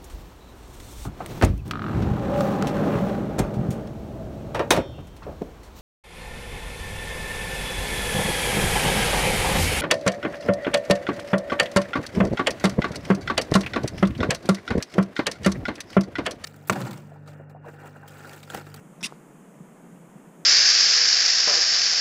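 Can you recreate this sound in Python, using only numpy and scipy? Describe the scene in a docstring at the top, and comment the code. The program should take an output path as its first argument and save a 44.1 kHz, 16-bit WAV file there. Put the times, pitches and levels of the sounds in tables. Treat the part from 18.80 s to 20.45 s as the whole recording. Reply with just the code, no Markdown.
"""A marmot in a wire cage outdoors gives one hoarse alarm chirp: a faint puff, a sharp click, then a
rising whistle that breaks up into a rasp, the noise of air forced through throat and mouth resonances.
The call leaves a brief ringing, probably of the cage, and a diffuse echo from rocks and brush.
A small dull knock follows. Low outdoor rumble and a thin hiss run underneath, with a few soft thumps."""
import sys
import numpy as np
from scipy import signal
from scipy.fft import rfft, irfft
from scipy.io import wavfile
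from scipy.ndimage import uniform_filter1d

SR = 44100
rng = np.random.default_rng(int(sys.argv[2]) if len(sys.argv) > 2 else 0)


def persist_wave(psi):
    """Save psi, clipped to +-1, as 16-bit WAV."""
    counts = np.round(np.clip(psi, -1, 1) * 32767).astype(np.int16)
    wavfile.write(sys.argv[1], SR, np.atleast_2d(counts).T)


N = 72765
TIME = np.arange(N) / SR


def from_db(db):
    """Amplitude ratio of a level in decibels."""
    return 10 ** (np.asarray(db) / 20)


def unit_rms(x):
    """Normalisation to rms 1."""
    return x / np.sqrt(np.mean(x ** 2) + 1e-20)


def noise(spectrum):
    """Spectral shaping: white noise weighted by rows of (f/Hz, relative level/dB), at rms 1."""
    hz, db = np.transpose(spectrum)
    bins = np.maximum(np.fft.rfftfreq(N, 1 / SR), 1)
    gain = from_db(np.interp(np.log(bins), np.log(hz), db))
    return unit_rms(irfft(rfft(rng.standard_normal(N)) * gain, N))


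def butter(x, hz, kind, order=2):
    """Causal Butterworth filter."""
    return signal.sosfilt(signal.butter(order, hz, kind, fs=SR, output="sos"), x + 1e-18)


def drift(hz):
    """Random modulation: low-passed noise of rms 1."""
    return unit_rms(butter(rng.standard_normal(2 * N), hz, "low")[N:])


def steady(x, span_s=0.0031):
    """Division by the running rms holds the level constant, as in a steady airflow."""
    power = np.abs(uniform_filter1d(x ** 2, int(span_s * SR)))
    return x / np.sqrt(power + 1e-20)


def envelope(start, attack, hold, t60):
    """Power-law rise, plateau and exponential decay; times in seconds."""
    rise = np.clip((TIME - start) / attack, 0, 1) ** 0.55
    return rise * from_db(-60 * np.maximum(TIME - start - attack - hold, 0) / t60)


def resonant_noise(x, hz, width_hz):
    """A two-pole resonator selects one band of the noise x, which is then held at rms 1."""
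    r = np.exp(-np.pi * width_hz / SR)
    feedback = [1, -2 * r * np.cos(2 * np.pi * hz / SR), r * r]
    return steady(signal.lfilter(np.array([1, 0, -1]) * (1 - r * r) / 2, feedback, x))


def stored_amplitude(x, t60):
    """Leaky integration: the rms of a store that gathers energy from x and loses 60 dB in t60 seconds."""
    retained = from_db(-120 / (t60 * SR))
    return np.sqrt(signal.lfilter([1 - retained], [1, -retained], x ** 2))


def background():
    """Broadband ambient noise: a distant rumble, slightly modulated, and a thin steady hiss."""
    # spectra of rumble and hiss: f/Hz, relative level/dB
    rumble = [(25, -22.5), (45, -25), (75, -30), (108, -45), (140, -2.5), (175, -0.5), (250, -8),
              (400, -11), (520, -14), (760, -17.5), (1200, -21.5), (2400, -31), (3300, -37), (4400, -49.5),
              (8000, -66)]
    hiss = [(3000, -36), (4500, -16), (5900, -9), (6600, -1), (8500, -2.5), (10300, -5.5), (11500, -10),
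            (15300, -12)]
    return from_db(-49 + 0.44 * drift(hz=36)) * noise(rumble) + from_db(-65.5) * noise(hiss)


def puff():
    """Flow noise: a faint breath ahead of the call."""
    # breath spectrum: f/Hz, relative level/dB
    spectrum = [(500, -6), (900, 6), (2400, -8), (3050, -16), (3650, -0.5), (4350, -18), (5400, 2.5),
                (6500, -16), (8500, -20), (13000, -34)]
    flow = envelope(start=0.2072, attack=0.001, hold=0.009, t60=0.022)
    return from_db(-46.5) * flow * steady(noise(spectrum))


def thumps():
    """Damped free vibration: each soft push excites one low mode."""
    # pushes: onset t/s, level/dB before filtering, mode f/Hz
    pushes = [(0.22, -32.5, 180), (0.226, -31.5, 217), (0.248, -29, 224), (0.801, -27.5, 181),
              (1.092, -34.5, 144), (1.122, -34, 146), (1.353, -31, 193), (1.466, -35, 173),
              (1.586, -33, 170)]
    t60 = 0.037
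    modes = np.zeros(N)
    for start, db, hz in pushes:
        age = np.maximum(TIME - start, 0)
        modes += from_db(db - 60 * age / t60) * np.sin(2 * np.pi * hz * age)
    softened = butter(modes, hz=365, kind="low")
    return butter(softened, hz=148, kind="high", order=8)


def rasp():
    """Source and filter: air forced through the throat gives broad noise and excites formants."""
    # airflow spectrum: f/Hz, relative level/dB
    spectrum = [(600, -37), (1000, -11.5), (1600, -14.5), (2100, 1.5), (3050, -0.5), (3600, 2),
                (4300, -4.5), (5400, 1.5), (7300, -8), (9400, -3), (10900, -11), (11600, -34), (15000, -26)]
    # throat and mouth formants: f/Hz, bandwidth/Hz, relative level/dB, fade/(dB/s; negative grows)
    formants = [(1040, 66, -8.5, -100), (2077, 81, -1, -4), (2640, 120, 3, 330), (3770, 150, 8, 130),
                (4874, 110, 9, 82), (5540, 300, -3, 250), (6950, 170, -19, 80), (8230, 260, -12, 110),
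                (9000, 310, -8, 30)]
    attack, hold, t60 = 0.015, 0.024, 0.025
    start, grain_db, sag_db_per_s = 0.2285, 2, 60
    flow = envelope(start, attack, hold, t60) * from_db(grain_db * drift(hz=795))
    fade_time = np.clip(TIME - start - attack, 0, hold + t60)
    air = rng.standard_normal(N)
    bands = [from_db(db) * resonant_noise(air, hz, width) for hz, width, db, _ in formants]
    fades = [from_db(-rate * fade_time) for *_, rate in formants]
    throat = sum(band * fade for band, fade in zip(bands, fades)) / np.std(sum(bands))
    breath = from_db(-33 - sag_db_per_s * fade_time) * steady(noise(spectrum))
    return flow * (breath + from_db(-34.5) * throat)


def click():
    """A broadband transient as the call breaks loose."""
    # click spectrum: f/Hz, relative level/dB
    spectrum = [(400, -6.5), (1300, -4.5), (2600, 4), (3100, -2), (3700, 13.5), (4400, -5), (5400, 1),
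                (7100, -14), (8100, -5), (8700, -16), (9600, -6), (11000, -10), (12000, -23), (15500, -14)]
    burst = envelope(start=0.2288, attack=0.00012, hold=0.00091, t60=0.0082)
    return from_db(-29.5) * burst * steady(noise(spectrum))


def whistle():
    """A rising harmonic tone, roughened by random frequency and amplitude modulation."""
    # glide of the fundamental: t/s, f/Hz
    glide = [(0.231, 2524), (0.238, 2620), (0.245, 2697), (0.252, 2770)]
    # level contour: t/s, level/dB
    contour = [(0.2305, -63), (0.2325, -38.5), (0.238, -29.5), (0.2402, -40.5), (0.2440, -27.5),
               (0.248, -27.5), (0.2508, -51), (0.256, -69)]
    jitter, shimmer_db, flutter_hz = 0.02, 2, 350
    hz = np.interp(TIME, *np.transpose(glide)) * (1 + jitter * drift(flutter_hz))
    phase = 2 * np.pi * np.cumsum(hz) / SR
    tone = np.sin(phase) + from_db(-26) * np.sin(2 * phase) + from_db(-16.5) * np.sin(3 * phase)
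    db = np.interp(TIME, *np.transpose(contour), left=-np.inf, right=-np.inf)
    return np.sqrt(2) * tone * from_db(db + shimmer_db * drift(flutter_hz))


def scatter(call):
    """Diffuse scattering: rocks and brush return the call's energy as a decaying wash of noise."""
    # spectrum of the scattered sound: f/Hz, relative level/dB
    spectrum = [(400, -10), (1200, 8.5), (2600, 0.5), (3800, -4), (5400, -5.5), (7500, -8), (10500, -16),
                (12000, -33)]
    return from_db(-19) * stored_amplitude(call, t60=0.34) * noise(spectrum)


def cage(call):
    """Sympathetic resonance, probably of the cage: narrow noise bands ring on after the call."""
    # resonances: f/Hz, level/dB re the stored call, 60 dB decay t/s
    modes = [(1116, -25.5, 0.19), (2560, -25.5, 0.073), (3720, -25, 0.1), (5030, -17, 0.04),
             (5570, -22, 0.069)]
    ringing = np.zeros(N)
    for hz, db, t60 in modes:
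        band = resonant_noise(rng.standard_normal(N), hz, width_hz=110)
        ringing += from_db(db) * stored_amplitude(call, t60) * band
    return ringing


def knock():
    """A band-limited impulse, heard as one dull, dead tap."""
    impulse = signal.unit_impulse(N, int(0.323 * SR))
    dulled = butter(impulse, hz=1305, kind="low", order=10)
    tap = butter(dulled, hz=325, kind="high")
    return from_db(-28) * tap / np.abs(tap).max()


def scene():
    """Superposition of the chirp, its echo and ringing, thumps, knock and background in one channel."""
    chirp = puff() + click() + whistle() + rasp()
    return (chirp + scatter(chirp) + thumps() + knock() + background() + cage(chirp))[None]


def record(dry):
    """Band limiting: an elliptic low-pass cuts the top treble steeply."""
    cutoff_hz = 15300
    return signal.sosfilt(signal.ellip(10, .1, 70, cutoff_hz, fs=SR, output="sos"), dry)


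dry = scene()
out = record(dry)
persist_wave(out)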